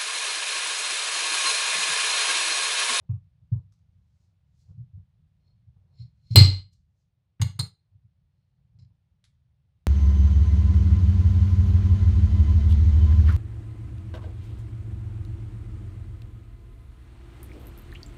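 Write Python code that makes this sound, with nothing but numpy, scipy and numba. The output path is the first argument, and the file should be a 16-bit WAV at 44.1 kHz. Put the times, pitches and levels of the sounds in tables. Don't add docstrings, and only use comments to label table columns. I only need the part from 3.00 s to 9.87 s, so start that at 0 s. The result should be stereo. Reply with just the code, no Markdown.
import sys
import numpy as np
from scipy import signal
from scipy.fft import rfft, irfft, next_fast_len
from scipy.io import wavfile
from scipy.ndimage import uniform_filter1d
from numba import njit

SR = 44100
rng = np.random.default_rng(int(sys.argv[2]) if len(sys.argv) > 2 else 0)


def invert_db(level):
    return 10 ** (np.asarray(level, dtype=float) / 20)


def persist_wave(psi):
    counts = np.round(np.clip(psi, -1, 1) * 32767).astype(np.int16)
    wavfile.write(sys.argv[1], SR, np.atleast_2d(counts).T)


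N = 302922

# (frequency [Hz], density [dB per Hz])
HISS_COLOUR = [(150, -30), (260, 3), (427, -12), (499, -4), (1350, -9.5), (3710, -11.5), (7620, -24.5),
               (9360, -21), (10200, -27.5), (15600, -31)]
HISS_DB, CRACK_S = -84.5, 3.36
GATE_DB, GATE_SLOPE = -36.5, .75

# (time [s], level [dB])
WORK = [(0, -62), (0.351, -62), (0.9, -59), (1.37, -66.5), (1.65, -57.5), (2.1, -62), (2.44, -63),
        (2.798, -61), (3.2, -59), (3.78, -60), (4.04, -72.5), (4.84, -71.5), (5.0, -68), (5.5, -67.5),
        (5.75, -59), (6.0, -70), (6.34, -63), (6.87, -65.5)]
# (time [s], tremble [dB], rub [dB], spread [ms])
MOVES = [(0.049, -71.5, -74, 67), (.44, -57.5, -82, 50), (.962, -56.5, -101, 84), (1.144, -67, -101, 47),
         (1.25, -66, -84, 95), (1.466, -64, -89, 58), (1.719, -61, -75.5, 69), (1.82, -68, -86, 24),
         (1.91, -70, -80, 57), (2.01, -57.5, -77.5, 43), (2.214, -55, -99, 66), (2.501, -58, -76.5, 120),
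         (2.686, -64, -86, 77), (2.769, -70, -80, 27), (2.95, -57, -76.5, 93.2), (3.097, -70, -101, 58),
         (3.28, -52.5, -101, 46), (4.075, -68, -108, 67), (4.168, -87.5, -100, 46), (4.278, -69, -106, 20),
         (4.95, -62.5, -100.5, 61), (5.14, -72, -96, 71), (5.25, -64, -99, 66), (5.385, -69, -93, 45),
         (5.61, -59.5, -83.5, 62), (5.79, -61, -84, 43), (5.87, -57, -95, 66), (6.12, -64, -87, 69.3),
         (6.36, -67.5, -93, 74)]
# (frequency [Hz], t60 [s], share [1])
TABLE_HELD = [(45, .08, 0.037), (73, .04, .01), (96, 0.044, 0.042), (105, 0.08, .016), (120.44, .035, .4),
              (152, 0.041, 0.37), (192, 0.035, 0.19)]
EVEN_SHARE, EVEN_SAMPLES = .6, 1300
SLEEVE_FLOOR_DB = -90.5

# (time [s], grind [dB], rustle [dB], rise [ms], fall [ms])
STROKES = [(.726, -105, -79.5, 4.5, 62), (1.244, -87, -84.5, 150, 67), (1.611, -76, -77, 50, 82),
           (2.484, -68, -99, 76, 25), (2.95, -71.5, -100, 40, 55), (2.995, -53.5, -92.5, 50, 17),
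           (3.025, -60, -88.5, 8.6, 12), (3.31, -54.5, -85.5, 86, 94), (3.344, -60, -77, 50, 10),
           (3.734, -100, -69, 7.9, 14.5), (4.008, -105, -89, 52.5, 77), (5.388, -87, -106, 164, 273)]
# (frequency [Hz], width [Hz], level [dB])
EDGE = [(2080, 38, -24), (4230, 67, 1), (4300, 34, -1), (4280, 24, -6), (5350, 42, -12.5),
        (6965, 47, -23.5)]
EDGE_UNDER_DB = -42

# (frequency [Hz], t60 [s], signed share [1])
TABLE = [(75.7, .38, .007), (90.8, .23, -.044), (94.5, .38, -.068), (103.8, .5, .026), (119.7, .18, .345),
         (146.3, .15, .52), (149.6, .13, -.704), (178.0, .28, -.122), (224.3, .28, -.017),
         (295.7, .25, -.045), (420, .066, -.008)]
# (time [s], force [dB], contact [ms], way [+1 down, -1 release])
PUSHES = [(.0906, -9.2, 1.89, -1), (.1009, -16.5, 2.07, -1), (.1096, -26.8, 4.37, 1),
          (.1315, -19.8, 2.31, -1), (.5171, -4.1, 2.1, -1), (.5378, -21.8, 2.45, 1),
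          (3.3029, -9.7, 2.34, 1), (3.3204, -14.7, 2.09, 1), (3.349, -6.6, .8, -1), (3.3613, 7.6, 4.03, -1),
          (3.369, 6.5, 2.4, -1), (3.3853, -14.5, .8, 1), (3.402, 7.2, 2.48, -1), (3.4281, -4.6, 3.16, 1),
          (3.4706, -8.4, 2.43, 1), (4.3953, -18.5, .8, -1), (4.4011, -6.8, 3.77, 1), (4.4189, -6.1, 2.0, 1),
          (4.4337, -13, 3.84, 1), (4.5465, -25.2, 1.86, 1), (4.5906, -9.8, 1.59, -1),
          (4.6036, -23.3, 4.1, -1)]
# (time [s], force [dB], contact [ms], way [+1 down, -1 release])
NUDGES = [(.4132, -30, 2, -1), (.4495, -31, 3.6, -1), (1.6726, -28.5, 3.6, 1), (1.6985, -29, 1.2, -1),
          (1.7461, -29.5, 2, -1), (1.7715, -23.5, 1.2, 1), (1.7928, -19.5, 2, -1), (1.8177, -28.5, 1.2, -1),
          (1.8363, -28.5, 2, 1), (1.9266, -23, 3.6, 1), (1.9388, -30, 3.6, 1), (1.971, -27, 1.2, -1),
          (1.9828, -28.5, 3.6, -1), (2.6585, -28, 2.8, 1), (2.6849, -30.5, 3.6, 1), (2.7479, -28, 3.6, -1),
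          (2.976, -29.5, 2, 1), (2.9901, -20.5, 2, -1), (3.0109, -23, 2, 1), (3.0359, -24.5, 2.8, 1),
          (4.9098, -31, 3.6, 1), (4.9411, -34, 3.6, 1), (5.0368, -27.5, 2.8, -1), (5.6023, -32, 2, -1),
          (5.7434, -30.5, 3.6, 1), (5.7842, -25.5, 2, -1), (5.8073, -26.5, 2.8, -1), (5.8472, -28.5, 2, 1)]

# (time [s], peak [dB], chatter [ms], left lag [ms], left minus right [dB])
SHELL_HITS = [
    (.0905, -55.5, 2.2, 0.043, 1.7),
]
# (frequency [Hz], width [Hz], level [dB])
SHELL = [(1134, 120, -1.5), (2470, 260, -5.5), (2600, 300, -4.5)]
# (time [s], peak [dB], chatter [ms], left lag [ms], left minus right [dB])
THUD_HITS = [
    (.0915, -51, 3.4, 0.018, -0.24),
    (.5165, -71, 8.3, 0.029, 0.29),
    (.545, -56.5, 8.7, 0.039, 0.19),
    (.572, -62.5, 12, .03, .4),
    (4.397, -47, 5.1, .03, -1.9),
    (5.787, -65, 1.7, 0.032, .5),
    (5.905, -60.5, 0.82, 0.027, 0.71),
]
# (frequency [Hz], level [dB])
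THUD_SNAP = [(150, -28.5), (260, -1), (289, 3.5), (359, -17.5), (477, -7.5), (676, -25.5), (927, -14.5),
             (1800, -44.5), (2340, -69), (3960, -120)]
# (time [s], peak [dB], chatter [ms], left lag [ms], left minus right [dB])
TICK_HITS = [
    (.7235, -55, 5.2, 0.021, -14),
    (.737, -60, 11, 0.022, -8),
    (.790, -61, 4.4, .02, -3),
]
# (frequency [Hz], width [Hz], level [dB])
TICK = [(1150, 300, -6), (5260, 620, -4), (6600, 690, -15)]
# (time [s], peak [dB], chatter [ms], left lag [ms], left minus right [dB])
PLATE_HITS = [
    (3.3089, -52, 3.8, 0.044, 0),
    (3.3580, 10, 1.4, 0.081, 5.5),
    (3.3936, -7.5, 9.7, .05, 1.5),
    (3.4405, -17, 8.8, .05, 0),
    (3.4739, -24.5, 8.8, 0.048, .5),
]
# (frequency [Hz], width [Hz], level [dB])
PLATE = [(1240, 71, -31), (2045, 150, -17.5), (2900, 54, -21.5), (4161, 94, 3.5), (4435, 30, -14),
         (4680, 31, -16), (4840, 30, -8), (5006, 37, -11), (5510, 26, -15.5), (5672, 30, -34),
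         (7490, 35, -21.5), (7793, 35, -11.5), (7900, 100, -31.5), (9070, 91, -28.5), (9562, 29, -43),
         (10800, 200, -27), (12080, 170, -28.5), (16000, 310, -35),
         (583, 60, -25.5), (5370, 150, -20.5), (7260, 1200, -29), (3330, 340, -26.5), (298, 60, -30),
             (910, 60, -30)]
# (frequency [Hz], level [dB])
PLATE_SNAP = [(160, -37.5), (280, -12.5), (441, -22), (865, -29), (1190, -21), (1700, -22.5), (2110, -21.5),
              (3810, -33), (4170, -12), (4600, -25.5), (6100, -47.5), (7720, -31.5), (15600, -45)]
# (frequency [Hz], t60 [s], level [dB])
ROCKING = [(47.3, .7, -29), (70, 0.28, -24), (151, .45, -30.5), (177, 0.3, -19.5), (211, 0.42, -29.5),
           (4058, .3, -26.5), (4214, 0.37, -19.5), (4080, .4, -28), (4600, .3, -33)]
# (time [s], rocking [dB], rim [dB])
ROCKING_BLOWS = [
    (3.3585, 0.76, -0.18),
    (4.4165, -22.5, -27.5),
    (4.593, -42, -25.5),
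]
# (time [s], peak [dB], chatter [ms], left lag [ms], left minus right [dB])
HANDLE_HITS = [
    (3.733, -68, 4.1, 0.014, -3),
    (4.4159, -19, 3.4, -0.024, -3.5),
    (4.4205, -21, 4, -.02, -3),
    (4.430, -26.5, 2.7, -.02, -2),
]
# (frequency [Hz], width [Hz], level [dB])
HANDLE = [(988, 28, -4.5), (1060, 29, -7), (2155, 31, -6.5), (2826, 28, -6.5), (3626, 120, -11),
          (4174, 31, 0), (4860, 29, -6), (6520, 30, 1.5), (7220, 28, -7.5), (7690, 30, -12.5),
          (8560, 25, -4.5), (9267, 26, -13), (10020, 41, -16), (12390, 28, -11)]
# (frequency [Hz], level [dB])
HANDLE_SNAP = [(160, -39), (280, -9), (373, -24), (910, -4), (2400, -14.5), (3500, -3), (4140, -3),
               (4580, -15), (6520, -15.5), (12400, -23.5), (13000, -46), (14000, -45.5), (15600, -31.5)]
# (time [s], peak [dB], chatter [ms], left lag [ms], left minus right [dB])
GRAZE_HITS = [
    (4.3955, -43, 8.7, .02, -1.5),
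    (4.403, -52, 6.5, .02, -2),
    (4.5903, -38, 1.5, .02, .5),
]
# (frequency [Hz], level [dB])
GRAZE_SNAP = [(400, -36), (900, -10), (1600, 3.5), (3000, -6), (4000, -15.5), (8000, -35.5)]
# (time [s], peak [dB], chatter [ms], left lag [ms], left minus right [dB])
BLADE_HITS = [
    (4.5905, -43, 1.0, 0.0072, 0.68),
    (4.5921, -15, 2.7, -0.079, 1.2),
    (4.5957, -13, 3.5, -0.045, 1.3),
    (4.6045, -22.5, 5.8, -0.041, .6),
    (4.611, -24, 0.94, -0.072, .6),
    (4.6666, -44, 3.4, 0.071, 0.281),
]
# (frequency [Hz], width [Hz], level [dB])
BLADE = [(858.4, 67, -15.5), (1137, 120, -20.5), (2280, 36, -21), (3640, 33, -12.5), (4030, 22, -3.5),
         (4230, 44, 3.5), (4955, 33, -11), (6400, 84, -18.5), (7200, 34, -7), (8527, 96, -5),
         (8970, 38, -9), (9750, 32, -18.5), (11866, 140, -24.5), (13760, 100, -31)]
# (frequency [Hz], level [dB])
BLADE_SNAP = [(160, -31.5), (280, -15.5), (500, -28), (760, -37), (900, -13.5), (1400, -23), (3010, -20),
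              (4200, -9), (5420, -26), (8830, -12.5), (15600, -43.5)]
# (time [s], peak [dB], chatter [ms], left lag [ms], left minus right [dB])
TAP_HITS = [
    (5.788, -51.5, 28, 0.044, 0.47),
    (5.822, -54, 8.2, 0.037, .5),
    (5.848, -56.5, 5.6, 0.053, .5),
]
# (frequency [Hz], width [Hz], level [dB])
TAP = [(2170, 34, 2), (4100, 150, 14.5), (4940, 34, 11), (5170, 110, 14.5), (7140, 42, 2)]
# (time [s], peak [dB], chatter [ms], left lag [ms], left minus right [dB])
CRUMB_HITS = [
    (6.2408, -38.5, 11, 0.028, -8.5),
    (6.25, -47.5, 21, 0.025, -4),
    (6.262, -52, 24.7, 0.041, -4.5),
]
# (frequency [Hz], level [dB])
CRUMB_SNAP = [(350, -55), (600, -20), (1720, -4.5), (2300, -2.5), (2630, -8.5), (3650, 4), (5640, -4),
              (11300, -9), (14000, -64)]

# (frequency [Hz], t60 [s])
ROOM_T60 = [(300, 0.3), (1000, 0.35), (4000, 0.37), (8000, 0.3), (14000, 0.24)]
# (frequency [Hz], level [dB])
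ROOM_COLOUR = [(200, 4.5), (400, 1.5), (600, 5), (900, 2), (1500, 2), (3000, 0.5), (4500, 1), (8000, 0),
               (12000, -5.5)]
# (frequency [Hz], level [dB])
CORNER_COLOUR = [(250, -4), (500, 12), (900, -2.5), (1600, 3.5), (3000, 0), (4500, -3), (8000, -0.5),
                 (12000, 0.5)]
ECHOES = rng.standard_normal((2, SR // 2))


def on_log_hz(points, hz):
    at, value = np.transpose(points)
    return np.interp(np.log(np.maximum(hz, 1)), np.log(at), value)


def colour(x, points):
    length = x.shape[-1]
    size = next_fast_len(length, True)
    hz = np.arange(size // 2 + 1) * SR / size
    return irfft(rfft(x, size) * invert_db(on_log_hz(points, hz)), size)[..., :length]


def causal(points, size):
    hz = np.arange(size // 2 + 1) * SR / size
    cepstrum = irfft(np.log(invert_db(on_log_hz(points, hz))), size)
    cepstrum[1:size // 2] *= 2
    cepstrum[size // 2 + 1:] = 0
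    return np.exp(rfft(cepstrum))


def ring(x, hz, t60):
    r = np.exp(-np.log(1000) / (t60 * SR))
    w = 2 * np.pi * hz / SR
    return signal.lfilter([0, r * np.sin(w)], [1, -2 * r * np.cos(w), r * r], x)


def resonate(x, peaks, least_hz):
    out = 0 * x
    for k, (hz, width, db) in enumerate(peaks):
        width = max(width, least_hz)
        t60 = np.log(1000) / np.pi / width
        gain = invert_db(db) * 2 * np.pi * width / SR
        out = out + (-1) ** k * gain * ring(x, hz, t60)
    return out


def unit(x):
    return x / np.sqrt(np.mean(x ** 2))


def spread(db):
    return invert_db(np.array([[db / 2], [-db / 2]]))


def flicker(rate, depth_db):
    k = int(SR / rate)
    steps = np.repeat(rng.standard_normal(N // k + 1), k)
    return invert_db(depth_db * uniform_filter1d(steps, k)[:N])


def swells(s, db, rise_ms, fall_ms):
    t, gain = np.arange(0, N, 32) / SR, 0
    for at, top, rise, fall in zip(s, db, rise_ms, fall_ms):
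        distance = np.where(t < at, (at - t) / rise, (t - at) / fall)
        gain = gain + invert_db(top - 2e4 * distance)
    return np.repeat(gain, 32)[:N]


def hiss():
    after_s = np.arange(N) / SR - CRACK_S
    duck_db = -5.5 * (after_s > 0) * np.exp(-np.maximum(after_s, 0) / 2.2)
    return unit(colour(rng.standard_normal((2, N)), HISS_COLOUR)) * invert_db(HISS_DB + duck_db)


def busy_db():
    return np.interp(np.arange(N) / SR, *np.transpose(WORK))


def trembling():
    s, db, _, ms = np.transpose(MOVES)
    return np.hypot(invert_db(busy_db()), swells(s, db, 1.8 * ms, 2.0 * ms))


def before_gate():
    return (trembling() / invert_db(GATE_DB)) ** (-GATE_SLOPE / (1 + GATE_SLOPE))


def tremble():
    first, second = rng.standard_normal((2, N))
    shake = np.array([first + 0.52 * second, first - 0.13 * second])
    shake = colour(shake, [(20, -6.5), (45, 0.0), (80, 6.0), (170, -2.5), (230, -17.0), (400, -48.5)])
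    wood = sum(share * ring(shake, hz, t60) for hz, t60, share in TABLE_HELD)
    swing = np.mean(wood ** 2, axis=0)
    swing = uniform_filter1d(uniform_filter1d(swing, EVEN_SAMPLES), EVEN_SAMPLES)
    return unit(wood / swing ** (EVEN_SHARE / 2)) * trembling() * before_gate()


def sleeves():
    s, _, db, ms = np.transpose(MOVES)
    rubbing = np.hypot(invert_db(SLEEVE_FLOOR_DB), swells(s, db, 2.6 * ms, 0.62 * ms))
    cloth = rng.standard_normal((2, N))
    cloth = colour(cloth, [(200, -29.0), (350, 2.5), (900, -5.5), (1300, -14.0), (4000, -37)])
    return unit(cloth) * rubbing * flicker(rate=8, depth_db=3.5) * invert_db(-2.0)


def grinding():
    s, grind_db, rustle_db, rise_ms, fall_ms = np.transpose(STROKES)
    rest = invert_db(busy_db() + EDGE_UNDER_DB)
    slips = rng.standard_normal(N) * invert_db(rng.exponential(size=N))
    grind = unit(resonate(slips, EDGE, least_hz=130.55))
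    grind = grind * (swells(s, grind_db, rise_ms, fall_ms) + rest) * invert_db(-9.0)
    crumbs = rng.standard_normal(N)
    crumbs = colour(crumbs, [(2000, -18.5), (4500, -1.5), (6500, -0.5), (9000, -10.5), (14000, -20.5)])
    rustle = unit(crumbs) * (swells(s, rustle_db, 2.0 * rise_ms, fall_ms) + invert_db(-7.5) * rest)
    return spread(-5) * grind + rustle


def thumps():
    t, force = np.arange(N) / SR, np.zeros(N)
    for s, db, ms, way in PUSHES + NUDGES:
        near = slice(int((s - .03) * SR), int((s + .03) * SR))
        bell = np.exp(-.5 * ((t[near] - s) / (ms / 1000)) ** 2)
        level = invert_db(db) * np.exp(2 * (np.pi * 110 * ms / 1000) ** 2)
        force[near] += np.sign(way) * level * bell / bell.sum()
    return sum(share * ring(force, hz, t60) for hz, t60, share in TABLE)


def strikes(hits, peaks, snap, least_hz=150, snap_db=0, first=4.7):
    size, lead = 8192, 32
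    t, hz = np.arange(size) / SR, np.arange(size // 2 + 1) * SR / size
    out = np.zeros((2, N + size))
    side = np.array([[.5], [-.5]])
    for s, db, ms, lag_ms, pan_db in hits:
        touch = rng.standard_normal(size) * np.exp(-t / (ms / 1000))
        touch[0] = first
        touch = irfft(np.exp(1j * np.angle(rfft(touch))), size) * np.exp(-t / (ms / 300))
        broad = irfft(rfft(touch) * causal(snap, size), size)
        sound = resonate(touch, peaks, least_hz) + invert_db(snap_db) * broad
        sound /= np.abs(sound).max()
        delay = np.exp(-2j * np.pi * hz * (lead / SR + side * lag_ms / 1000))
        start = int(s * SR) - lead
        out[:, start:start + size] += invert_db(db + side * pan_db) * irfft(rfft(sound) * delay, size)
    return out[:, :N]


def shell_knock():
    return strikes(SHELL_HITS, SHELL, THUD_SNAP, snap_db=-25.0)


def dull_thuds():
    return strikes(THUD_HITS, [], THUD_SNAP, first=1.4)


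def crumb_ticks():
    return strikes(TICK_HITS, TICK, CRUMB_SNAP, snap_db=-12.5)


def plate_crack():
    return strikes(PLATE_HITS, PLATE, PLATE_SNAP, least_hz=74.28, snap_db=-1, first=3.6)


def rocking():
    low, rim = np.zeros(N), np.zeros(N)
    for s, low_db, rim_db in ROCKING_BLOWS:
        low[int(s * SR)] = invert_db(low_db)
        rim[int(s * SR)] = invert_db(rim_db)
    low = uniform_filter1d(uniform_filter1d(low, size=60), size=60)
    return sum(invert_db(db) * ring(low if hz < 1000 else rim, hz, t60) for hz, t60, db in ROCKING)


def handle_click():
    return strikes(HANDLE_HITS, HANDLE, HANDLE_SNAP, least_hz=110, snap_db=-5.5)


def rim_graze():
    return strikes(GRAZE_HITS, [], GRAZE_SNAP, first=1.6)


def blade_click():
    return strikes(BLADE_HITS, BLADE, BLADE_SNAP, least_hz=60.07, snap_db=-4, first=2.6)


def light_taps():
    return strikes(TAP_HITS, TAP, CRUMB_SNAP, least_hz=246, snap_db=-1.5)


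def crumb_crunch():
    return strikes(CRUMB_HITS, [], CRUMB_SNAP)


def room(x, wet_db, returns, shorter, gap_ms=4):
    t = np.arange(SR // 2) / SR
    tail = 0
    for hz in 250 * 2. ** np.arange(0, 6.5, .5):
        band = colour(ECHOES, [(hz / 2, -60), (hz / 1.19, -3), (hz, 0), (hz * 1.19, -3), (hz * 2, -60)])
        band = band[0] + min(hz / 850, 1) ** 2 * band[1] * np.array([[1], [-1]])
        decay = np.exp(-np.log(1000) * t / (shorter * on_log_hz(ROOM_T60, hz)))
        tail = tail + invert_db(on_log_hz(returns, hz)) * band * decay
    tail = tail * np.clip(t / (gap_ms / 1000), 0, 1) ** 2
    tail *= invert_db(wet_db) / np.sqrt(np.sum(tail ** 2, axis=1, keepdims=True))
    return x + signal.fftconvolve(x.mean(axis=0, keepdims=True), tail, axes=1)[:, :N]


def scene():
    wood = spread(-.6) * (thumps() + tremble()) + spread(-.8) * rocking()
    lift = before_gate()
    cut = grinding() * lift + plate_crack() + dull_thuds() + shell_knock()
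    aside = handle_click() + blade_click() + rim_graze()
    aside = aside + crumb_crunch() + light_taps() + crumb_ticks()
    around = room(cut, -1.6, ROOM_COLOUR, 0.99) + room(aside, -7.0, CORNER_COLOUR, 1.0)
    return wood + around + sleeves() * lift


@njit
def follow(x, attack, release):
    out, e = np.empty(len(x)), x[0]
    for i in range(len(x)):
        e += (x[i] - e) * (attack if x[i] > e else release)
        out[i] = e
    return out


def low_pass(x):
    return signal.sosfilt(signal.butter(12, 15800, fs=SR, output="sos"), x)


def record(dry):
    heard = signal.sosfilt(signal.butter(4, 44, "high", fs=SR, output="sos"), dry)
    power = np.mean(heard ** 2, axis=0) + invert_db(-110)
    power = follow(power, 1 / (0.007 * SR), 1 / (0.017 * SR))
    power = uniform_filter1d(power, size=200)
    over_gate = invert_db(-5.5) * np.sqrt(power) / invert_db(GATE_DB)
    heard = heard * np.minimum(over_gate, 1) ** GATE_SLOPE
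    return low_pass(np.clip(heard + hiss(), -1, 1))


dry = scene()
out = record(dry)
persist_wave(out)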